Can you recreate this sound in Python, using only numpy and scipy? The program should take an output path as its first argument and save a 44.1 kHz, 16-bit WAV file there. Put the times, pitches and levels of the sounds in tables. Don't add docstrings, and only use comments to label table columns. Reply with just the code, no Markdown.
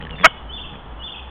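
import sys
import numpy as np
from scipy import signal
from scipy.fft import rfft, irfft
from scipy.io import wavfile

SR = 44100
rng = np.random.default_rng(int(sys.argv[2]) if len(sys.argv) > 2 else 0)


def unload_audio(sound):
    columns = np.transpose(np.atleast_2d(sound))
    steps = np.round(np.clip(columns, -1, 1) * 32767)
    wavfile.write(sys.argv[1], SR, steps.astype(np.int16))


N = 57330
TIME = np.arange(N) / SR

# pitch_hz, gain_db
CAMERA_RESPONSE = [(10, 6), (3450, -1), (3650, -14), (3900, -10), (4300, -25), (4550, -47), (4800, -62),
                   (8000, -93.5)]


def yap():
    # time_s, pitch_hz, level_db
    course = [(0.228, 530.5, -46), (0.238, 556.2, -20), (0.2431, 623.6, -17), (0.2442, 696.5, 1),
              (0.251, 630.4, 0), (0.2577, 631, 1.5), (0.2596, 751, -4), (0.2627, 702, -5), (0.269, 726, -4),
              (0.269, 565, -25), (0.285, 508, -38.5)]
    # pitch_hz, half_width_hz, gain_db
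    throat = [(737, 280, -7), (1178, 320, 1.5), (1517, 340, -3.5), (2197, 120, 0), (2810, 150, -17.5)]
    times, pitch_hz, level_db = np.transpose(course)
    sounding = (TIME > times[0]) & (TIME < times[-1])
    jitter, air_share, flutter_hz = .025, .14, 158.6
    rasp_s, huff_s, huff_fall_db_per_s = .258, .256, 332
    hz = np.interp(TIME, times, pitch_hz) * (1 + jitter * drift(.0015))
    cycles = np.cumsum(hz * (TIME > times[0])) / SR
    effort = np.where(TIME < .261, 1, .3)
    folds = sum(np.cos(2 * np.pi * k * cycles) for k in range(1, 7))
    folds *= 1 + effort * .52 * np.cos(np.pi * cycles)
    folds *= 1 + effort * .31 * np.cos(2 * np.pi * flutter_hz * (TIME - times[0]))
    puffs = np.exp(-(cycles % 1) / .4) * colour(rng.standard_normal(N), CAMERA_RESPONSE)
    airflow = (1 - air_share) * folds / np.std(folds[sounding])
    airflow += effort * air_share * puffs / np.std(puffs[sounding])
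    voice = sum(amp(db) * ring_twice(airflow, pitch, 2 * half_width) for pitch, half_width, db in throat)
    voice = signal.sosfilt(signal.butter(4, 538, "high", fs=SR, output="sos"), voice)
    voice = voice / np.std(voice[sounding]) * amp(np.interp(TIME, times, level_db, left=-120, right=-120))
    rasp = ring_twice(airflow, hz=2538, width_hz=750)
    rasp *= amp(-5.5) / np.std(rasp[sounding])
    rasp *= np.exp(-((TIME - rasp_s) / .004) ** 2)
    huff = unit(ring_twice(rng.standard_normal(N), hz=3100, width_hz=270))
    huff *= (TIME > huff_s) * amp(-25.5 - huff_fall_db_per_s * abs(TIME - huff_s))
    return voice + rasp + huff


def purrs():
    # start_s, length_s, pulses_per_s, level_db
    runs = [(.001, 0.075, 78.7, -39.5), (.092, 0.071, 81, -36), (0.19, 0.052, 91, -30.5),
            (.258, 0.032, 80, -32), (.712, 0.069, 67, -44.5)]
    # pitch_hz, width_hz, gain_db
    chest = [(184, 37, -2), (447, 66, -9.5), (970, 270, -23)]
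    jitter, shimmer_db = .043, 1
    out = np.zeros(N)
    for start, length, rate_hz, level_db in runs:
        cycles = np.cumsum(rate_hz * (1 + jitter * drift(.0034)) * (TIME > start)) / SR
        pulses = np.diff(np.floor(cycles), prepend=0) * amp(shimmer_db * drift(.0096))
        body = sum(amp(db) * ring(pulses, hz, width) for hz, width, db in chest)
        out += amp(level_db) * body / np.std(body[TIME > start]) * window(start, length, fade_s=.026)
    return out


def mouth_clicks():
    # peak_s, pitch_hz, fade_s, level_db
    clicks = [(.009, 1821, .003, -34), (0.0137, 1883, 0.0042, -36), (0.0144, 3050, 0.0015, -41),
              (.026, 3150, 0.002, -29.5), (0.0385, 3000, 0.0018, -31.5), (0.052, 3080, 0.00075, -27),
              (0.053, 1895, 0.003, -41), (0.0703, 1735, 0.0026, -29.5), (0.095, 1720, 0.00093, -30.5),
              (0.1092, 3240, .001, -26), (0.157, 2090, 0.00054, -31), (.186, 1755, 0.0031, -33),
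              (0.191, 2000, .001, -29), (0.2, 2170, 0.0004, -22), (0.211, 1830, 0.00099, -26),
              (0.214, 2720, 0.00084, -25), (.224, 1900, .0026, -31), (.234, 1730, .003, -35),
              (0.738, 1950, 0.0019, -43), (0.742, 1750, 0.0018, -36.5), (0.757, 2430, 0.002, -41)]
    grit = .4 * drift(.0008)
    splash = .59 * unit(ring(rng.standard_normal(N), hz=2400, width_hz=2500))
    out = np.zeros(N)
    for peak_s, hz, fade_s, db in clicks:
        fade = np.exp(-abs((TIME - peak_s) / fade_s) ** 1.4)
        tone = np.cos(2 * np.pi * hz * (TIME - peak_s) + grit)
        out += amp(db) * fade * (tone + splash * fade)
    return out


def bird():
    # start_s, length_s, first_hz, last_hz, level_db
    notes = [(0.094, .064, 3030, 2668, -41.5), (0.153, .06, 3585, 3490, -37),
             (0.206, .036, 3497, 3240, -34.5), (0.272, 0.028, 3046, 2892, -34.5)]
    # start_s, level_db, opening_hz
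    phrases = [(0.482, -33.5, 2990), (0.987, -33, 2959)]
    # since_start_s, gain_db
    swell = [(0, -25.5), (0.017, -3.5), (0.028, -5.5), (.042, -6), (.058, 4.5), (.072, 4.5), (.095, -2.5),
             (.13, -6), (.16, -6.5), (.212, -10.5), (.226, -24.5), (0.244, -11), (.275, -27)]
    # time_s, depth_hz
    flicks = [(0.587, 775.6), (.645, 877), (.698, 942), (0.754, 975), (1.02, 220), (1.087, 727),
              (1.148, 964), (1.193, 1000)]
    top_hz, sag_hz_per_s, waver_hz = 3554, 361, 8
    climb_at_s, climb_s, flick_s = .039, .01306, .012
    out = np.zeros(N)
    for start, length, first_hz, last_hz, db in notes:
        hz = np.interp(TIME, [start, start + length], [first_hz, last_hz])
        out += amp(db) * window(start, length, fade_s=.014) * sine(hz)
    dips_hz = sum(depth * np.exp(-abs((TIME - at) / flick_s) ** 1.658) for at, depth in flicks)
    for start, db, opening_hz in phrases:
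        age = TIME - start
        climb = .5 + .5 * np.tanh((age - climb_at_s) / climb_s)
        hz = opening_hz + climb * (top_hz - sag_hz_per_s * age - opening_hz)
        swell_db = np.interp(age, *np.transpose(swell), left=-100, right=-100)
        out += amp(db + swell_db) * sine(hz - dips_hz + waver_hz * drift(.0029))
    return np.sqrt(2) * out


def tree_echoes(x, fade_s):
    echoes_per_s, build_s = 2000, .0045
    echoes = rng.standard_normal(N) * (rng.random(N) < echoes_per_s / SR)
    echoes *= amp(-60 * TIME / fade_s) * np.minimum(TIME / build_s, 1)
    return signal.fftconvolve(x, echoes / np.linalg.norm(echoes))[:N]


def forest():
    # pitch_hz, gain_db
    hush_tone = [(15, -31), (200, -20), (400, -18.5), (650, -18), (850, -11.5), (1000, -15.5), (1300, -18),
                 (1700, -23), (2300, -29), (3400, -23.5), (4000, -32.5)]
    # pitch_hz, gain_db
    stir_tone = [(15, -0.5), (35, -1), (90, -5.5), (140, -4), (250, -8), (400, -15.5), (700, -29.5),
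                 (2000, -71)]
    # time_s, level_db
    stir_levels = [(0, -42), (.4, -46), (.56, -45), (.75, -44.5), (.92, -46.5), (1.08, -48), (1.3, -52)]
    # time_s, gain_db
    rumble_swells = [(0.0, -44), (0.032, -40.5), (0.122, -36), (0.31, -50), (0.344, -45), (0.398, -43.5),
                     (0.43, -36.5), (0.488, -35), (0.872, -49.5), (0.904, -38), (1.028, -36),
                     (1.144, -53.5), (1.216, -36), (1.3, -39.5)]
    rumble_hz, wander = 61.5, .1
    hush = unit(colour(rng.standard_normal(N), hush_tone)) * amp(-41.5)
    stir = unit(colour(rng.standard_normal(N), stir_tone))
    stir *= amp(np.interp(TIME, *np.transpose(stir_levels)))
    rumble = unit(sine(rumble_hz * (1 + wander * drift(.026))))
    rumble *= amp(np.interp(TIME, *np.transpose(rumble_swells)) - 4.5)
    return hush + stir + rumble


def amp(db):
    return 10 ** (np.asarray(db) / 20)


def unit(x):
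    return x / np.sqrt(np.mean(x ** 2) + 1e-20)


def sine(hz):
    return np.sin(2 * np.pi * np.cumsum(hz) / SR)


def colour(x, points):
    hz, db = np.transpose(points)
    f = np.fft.rfftfreq(2 * N, 1 / SR)
    return irfft(rfft(x, 2 * N) * amp(np.interp(np.log(f + 1), np.log(hz), db)))[:N]


def drift(seconds):
    f = np.fft.rfftfreq(N, 1 / SR)
    return unit(irfft(rfft(rng.standard_normal(N)) * np.exp(-(2 * f * seconds) ** 2), N))


def ring(x, hz, width_hz):
    return signal.lfilter(*signal.iirpeak(hz, hz / width_hz, SR), x)


def ring_twice(x, hz, width_hz):
    return ring(ring(x, hz, width_hz), hz, width_hz)


def window(start, length, fade_s):
    return np.sin(np.pi / 2 * np.clip(np.minimum(TIME - start, start + length - TIME) / fade_s, 0, 1))


def overload(x, ceiling, hardness):
    return x / (1 + abs(x / ceiling) ** hardness) ** (1 / hardness)


def scene():
    badger = yap() + purrs() + mouth_clicks()
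    song = bird()
    near = badger + amp(-33) * tree_echoes(badger, fade_s=.71)
    far = song + amp(-1) * tree_echoes(song, fade_s=.6)
    return (near + far + forest())[None]


def record(dry):
    sampling_hz, hiss_db, top_hz = 8000, -93.5, 16100
    x = overload(dry[0], ceiling=amp(5), hardness=4.3)
    x = signal.oaconvolve(x, signal.firwin(255, sampling_hz / 2, fs=SR), "same")
    x *= 1 + 2 * np.cos(2 * np.pi * sampling_hz * TIME)
    x = colour(x, CAMERA_RESPONSE)
    x = overload(x, ceiling=1, hardness=21) + amp(hiss_db) * rng.standard_normal(N)
    return signal.oaconvolve(x, signal.firwin(255, top_hz, window=("kaiser", 8), fs=SR), "same")[None]


dry = scene()
out = record(dry)
unload_audio(out)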